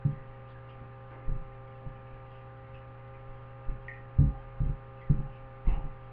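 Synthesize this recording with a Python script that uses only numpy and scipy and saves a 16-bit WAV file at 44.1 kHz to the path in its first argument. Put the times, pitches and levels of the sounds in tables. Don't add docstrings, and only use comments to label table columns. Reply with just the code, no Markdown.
import sys
import numpy as np
from scipy import signal
from scipy.fft import rfft, irfft, next_fast_len
from scipy.io import wavfile
from scipy.ndimage import map_coordinates

SR = 44100
rng = np.random.default_rng(int(sys.argv[2]) if len(sys.argv) > 2 else 0)


def put_to_file(sound):
    columns = np.atleast_2d(sound).T
    safe = np.clip(columns, -1, 1)
    whole_steps = np.round(safe * 32767)
    wavfile.write(sys.argv[1], SR, whole_steps.astype(np.int16))


N = 269892

# [multiple of the shaft speed, rms level/dB]
FAN_TONES = [(1, -61.5), (3, -74), (4, -69), (5, -75), (6, -62), (7, -72.5), (8, -57), (12, -61),
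             (14, -71.5), (16, -67.5), (17, -77), (18, -61), (20, -70), (22, -76.5), (24, -79.5), (26, -76)]
# [f/Hz, relative density/dB]
AIR_SPECTRUM = [(12, -3.5), (25, -1), (45, -10), (100, -12), (200, -16), (350, -22.5), (800, -20.5),
                (1300, -22.5), (1800, -24.5), (2300, -30), (2700, -30.5), (3300, -40), (4000, -47),
                (5000, -65)]
# [t/s, f/Hz]
BLADE_TONE = [(0.1, 799.4), (2.22, 795.6), (3.48, 802.6), (4.45, 804.4), (6.0, 795.5)]
BLADES = 12
# [f/Hz, likeness 0 to 1]
STEREO_LIKENESS = [(1000, 1), (2000, 0.98), (4000, 0.93), (8000, .6)]

# [f/Hz, relative level/dB, t60/s]
COUNTER_MODES = [(124.6, -7, 0.19), (141.7, 1, 0.2), (208.8, -15.5, 0.23), (275, -18, 0.21)]
# [f/Hz, relative density/dB]
SHUDDER_SPECTRUM = [(15, -7.5), (40, -3), (90, -1.5), (150, 0), (185, -18.5), (210, -5), (245, -16),
                    (277, -12), (310, -17), (400, -17.5), (600, -33.5), (1200, -46), (3000, -78.5)]
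# [t/s, ring level/dB, sway level/dB, sway f/Hz, wait to first rebound/s,
# ring loss per rebound/dB, sway loss per rebound/dB]
BUMPS = [(0.05, -14.5, -36, 34.9, .068, 16.5, 1), (0.811, -48, -42, 61, .04, 10.5, 10),
         (1.279, -33.5, -19, 22, 0.034, 2, 3.5), (1.861, -33, -31, 27.9, 0.054, 17, 19),
         (2.13, -54.5, -38.5, 27.2, 0.058, 10, 9), (2.68, -54, -44.5, 70, 0.054, 7.5, 4),
         (3.289, -51, -37, 22, 0.057, 10, 8), (3.684, -41, -20.5, 24, 0.028, 2.4, 6.5),
         (4.1856, -11, -14.5, 70.9, .022, 6, 1.5), (4.602, -22, -21.5, 51.4, .026, 4, -0.1),
         (5.098, -12.5, -17.5, 29, .038, 10, 9), (5.188, -26, -23, 24, .03, 9, 12),
         (5.672, -36, -12, 32, 0.048, 0, 4.5)]
WAIT_GROWS, SWAY_SLOWS = 1.15, .9
LEAN_S, LEAN_DB = 0.025, -18.5
STAND_HZ, STAND_OCTAVES, STAND_DB, STAND_T60_S, STAND_RISE_S = 28, .5, -12.5, 0.87, 0.099

# [t/s, settled bubble f/Hz, nominal peak level/dB]
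DROPS = [(0.335, 1910, -54.5), (0.559, 1650, -49), (1.2, 2080, -53), (2.07, 2590, -57), (2.745, 2620, -49),
         (3.8824, 1840, -29), (3.939, 2420, -51), (4.974, 2630, -54), (5.015, 1980, -47),
         (5.668, 2060, -45.5), (5.688, 2635, -47.5), (5.739, 2770, -49.5)]
PITCH_EXCESS, EXCESS_SLOPE = 2.1, .52
# [t/s, length/s, bubble f/Hz, spread/octaves, rms level/dB, spray rms level/dB]
SWEEPS = [(0.754, .078, 239, .26, -56.5, -66), (1.099, 0.065, 534, 0.59, -53.5, -54.5),
          (1.8, .09, 230, .25, -58, -62.5), (5.652, .135, 890, .29, -51, -59.5)]
SPRAY_RATIO, SWEEP_CYCLES = 2.59, 10.5
# [t/s, rms level/dB]
SLOSHES = [(4.27, -55), (5.17, -58), (5.72, -55.5)]
SLOSH_S, SLOSH_HZ, SLOSH_OCTAVES, SLOSH_CYCLES = .14, 812, 0.026, 40
# [t/s, length/s, bubble f/Hz, rms level/dB]
DRIBBLES = [(0.13, .1, 1880, -64), (0.484, .05, 3400, -72.5), (0.687, 0.029, 2890, -61.5),
            (2.077, 0.083, 2450, -69), (2.313, .093, 2800, -68), (2.621, .14, 2040, -68),
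            (2.735, .045, 2640, -63), (3.132, .055, 2180, -63.5), (5.009, .067, 2040, -66),
            (5.295, .1, 2750, -67.5)]
DRIBBLE_OCTAVES, DRIBBLE_CYCLES = .09, 28

# [f/Hz, t60/s]
ROOM_DECAY = [(200, 0.66), (2000, 0.37), (5000, 0.06)]
# [f/Hz, gain/dB]
BAND_EDGE = [(3400, -1), (4000, -1.5), (4600, -10), (6000, -32.5)]
# [f/Hz, gain/dB]
MIRROR_GAIN = [(3400, -15.5), (4000, -5), (4600, -12), (5300, -35.5), (6100, -52.5), (7000, -54.5),
               (8000, -64), (9000, -69.5), (12000, -80.5)]
TOP_HZ = 15400


def amp(db):
    return 10 ** (np.asarray(db) / 20)


def unit(x):
    return x / np.sqrt(np.mean(x ** 2) + 1e-20)


def along(points, hz):
    f, value = np.transpose(points)
    return np.interp(np.log(hz + 1), np.log(f + 1), value)


def wobble(rate):
    knots = rng.standard_normal(int(N * rate / SR) + 4)
    return map_coordinates(knots, [np.arange(N) * rate / SR])


def filtered(x, response):
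    size = next_fast_len(N + SR // 2)
    gain = response(np.fft.rfftfreq(size, 1 / SR))
    return irfft(rfft(x, size) * gain, size)[..., :N]


def noise(spectrum):
    white = rng.standard_normal(N)
    return unit(filtered(white, lambda hz: amp(along(spectrum, hz))))


def add(track, s, sound):
    start = max(round(s * SR), 0)
    track[start:start + len(sound)] += sound[:len(track) - start]


def ring(t, hz, t60, attack):
    return np.sin(2 * np.pi * hz * t) * amp(-60 * t / t60) * (1 - np.exp(-t / attack))


def in_room(x, wet_db):
    hz, t, cells = signal.stft(rng.standard_normal(SR // 2), SR, nperseg=256)
    decay = amp(-60 * t / along(ROOM_DECAY, hz)[:, None])
    tail = signal.istft(cells * decay, SR, nperseg=256)[1]
    first_wall = SR // 200
    answer = np.pad(amp(wet_db) * tail / np.linalg.norm(tail), (first_wall, 0))
    answer[0] = 1
    return signal.fftconvolve(x, answer)


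def fan(hum_hz=120, hum_db=-48.5, tones_db=1.0, flutter_db=1, air_db=-53):
    t = np.arange(N) / SR
    hum = np.sqrt(2) * amp(hum_db + 0.53 * wobble(1.6)) * np.sin(2 * np.pi * hum_hz * t)
    shaft_hz = np.interp(t, *np.transpose(BLADE_TONE)) / BLADES
    shaft = 2 * np.pi * np.cumsum(shaft_hz) / SR
    tones = np.zeros(N)
    for k, db in FAN_TONES:
        strength = amp(db + tones_db + flutter_db * wobble(9))
        phase = k * shaft + 0.044 * wobble(6.6) + rng.uniform(0, 2 * np.pi)
        tones += strength * np.sin(phase)

    def side_gain(hz):
        likeness = np.clip(along(STEREO_LIKENESS, hz), 0, 1)
        return np.tan(np.arccos(likeness) / 2)

    side = filtered(noise(AIR_SPECTRUM), side_gain)
    air = amp(air_db) * (noise(AIR_SPECTRUM) + np.array([side, -side]))
    return hum + np.sqrt(2) * tones + air


def trickle(count=220, centre_hz=2150, spread=.3, level_db=-63, size_db=1.5, t60=0.034):
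    t = np.arange(SR // 10) / SR
    out = np.zeros(N)
    times = rng.uniform(0, N / SR, count)
    draws = np.clip(rng.standard_normal((count, 2)), -2, 2)
    for s, (pitch, size) in zip(times, draws):
        hz = centre_hz * 2 ** (spread * pitch)
        level = amp(level_db + size_db * size - 2 * pitch)
        add(out, s, level * ring(t, hz, t60, attack=0.0014))
    return in_room(out, wet_db=3)[:N]


def leaning():
    out = np.zeros(N)
    t = np.arange(SR) / SR
    swell = np.hanning(round(LEAN_S * SR))
    scatters = rng.uniform(-1.1, 1, len(BUMPS))
    for (s, _, sway_db, *_), scatter in zip(BUMPS, scatters):
        rock_hz = STAND_HZ * 2 ** (STAND_OCTAVES * scatter)
        rocking = ring(t, rock_hz, STAND_T60_S, attack=STAND_RISE_S)
        add(out, s - LEAN_S, amp(sway_db + LEAN_DB) * swell)
        add(out, s, amp(sway_db + STAND_DB) * rocking)
    return out


def contacts(count=4):
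    rows = []
    for s, ring_db, sway_db, sway_hz, wait, ring_loss, sway_loss in BUMPS:
        for k in range(count):
            rows.append((s, ring_db - k * ring_loss, sway_db - k * sway_loss, sway_hz * SWAY_SLOWS ** k))
            s = s + wait * WAIT_GROWS ** k
    return rows


def thumps(sway_t60=0.16, shudder_db=-16, sway_share=0.91):
    t = np.arange(SR // 2) / SR
    body, shake_power = np.zeros(N), np.zeros(N)
    knock = sum(amp(db) * ring(t, hz, t60, attack=0.0065) for hz, db, t60 in COUNTER_MODES)
    fade = amp(-60 * t / .26) * (1 - np.exp(-t / .003))
    for s, ring_db, sway_db, sway_hz in contacts():
        sway = np.sqrt(2) * ring(t, sway_hz, sway_t60, attack=0.0025)
        add(body, s, amp(ring_db) * knock - amp(sway_db) * sway)
        force = .5 * amp(ring_db) + sway_share * amp(sway_db)
        add(shake_power, s, (force * fade) ** 2)
    return body + amp(shudder_db) * np.sqrt(shake_power) * noise(SHUDDER_SPECTRUM)


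def clouds():
    rows = []
    for s, length, hz, spread, db, spray_db in SWEEPS:
        rows.append((s, length, hz, spread, SWEEP_CYCLES, db))
        rows.append((s, length, hz * SPRAY_RATIO, spread, SWEEP_CYCLES, spray_db))
    for s, db in SLOSHES:
        rows.append((s, SLOSH_S, SLOSH_HZ, SLOSH_OCTAVES, SLOSH_CYCLES, db))
    for s, length, hz, db in DRIBBLES:
        rows.append((s, length, hz, DRIBBLE_OCTAVES, DRIBBLE_CYCLES, db))
    return rows


def splashes(count=260, size_db=2.5, wet_db=-4):
    t = np.arange(SR // 10) / SR
    out = np.zeros(N)
    for s, length, hz, spread, cycles, db in clouds():
        cloud = np.zeros(SR // 2)
        births = rng.beta(1.5, 2, count) * length
        for birth, (pitch, size) in zip(births, rng.standard_normal((count, 2))):
            octaves = spread * 2 * np.tanh(pitch / 2)
            bubble_hz = hz * 2 ** octaves
            bubble = ring(t, bubble_hz, cycles / bubble_hz, attack=2 / bubble_hz)
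            add(cloud, birth, amp(size_db * size) * bubble)
        cloud = in_room(cloud, wet_db)
        to_rms = np.sqrt(length * SR / np.sum(cloud ** 2))
        add(out, s, amp(db) * cloud * to_rms)
    return out


def drops(t60=0.038, settle=0.001, wet_db=-1.5):
    t = np.arange(SR // 8) / SR
    out = np.zeros(N)
    for s, hz, db in DROPS:
        excess = PITCH_EXCESS * amp(EXCESS_SLOPE * db)
        phase = 2 * np.pi * hz * (t + excess * settle * (1 - np.exp(-t / settle)))
        onset = (1 - np.exp(-t * hz)) ** 2
        plink = np.sin(phase) * amp(db - 60 * t / t60) * onset
        add(out, s, in_room(plink, wet_db))
    return out


def scene():
    airborne = fan() + drops() + splashes() + trickle()
    through_counter = thumps() + leaning()
    return airborne * amp([[-.14], [.14]]) + through_counter * amp([[-.26], [.26]])


def record(dry, clock_hz=3900, clock_db=-53, hiss_db=-99):
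    t = np.arange(N) / SR
    sampling = 2 * np.cos(2 * np.pi * 8000 * t)
    narrow = filtered(dry, lambda hz: amp(along(BAND_EDGE, hz)))
    mirrored = filtered(narrow * sampling, lambda hz: amp(along(MIRROR_GAIN, hz)))
    sidebands = amp(clock_db) * narrow * np.cos(2 * np.pi * clock_hz * t)
    hiss = amp(hiss_db) * rng.standard_normal((2, N))
    return filtered(narrow + mirrored + sidebands + hiss, lambda hz: hz < TOP_HZ)


dry = scene()
out = record(dry)
put_to_file(out)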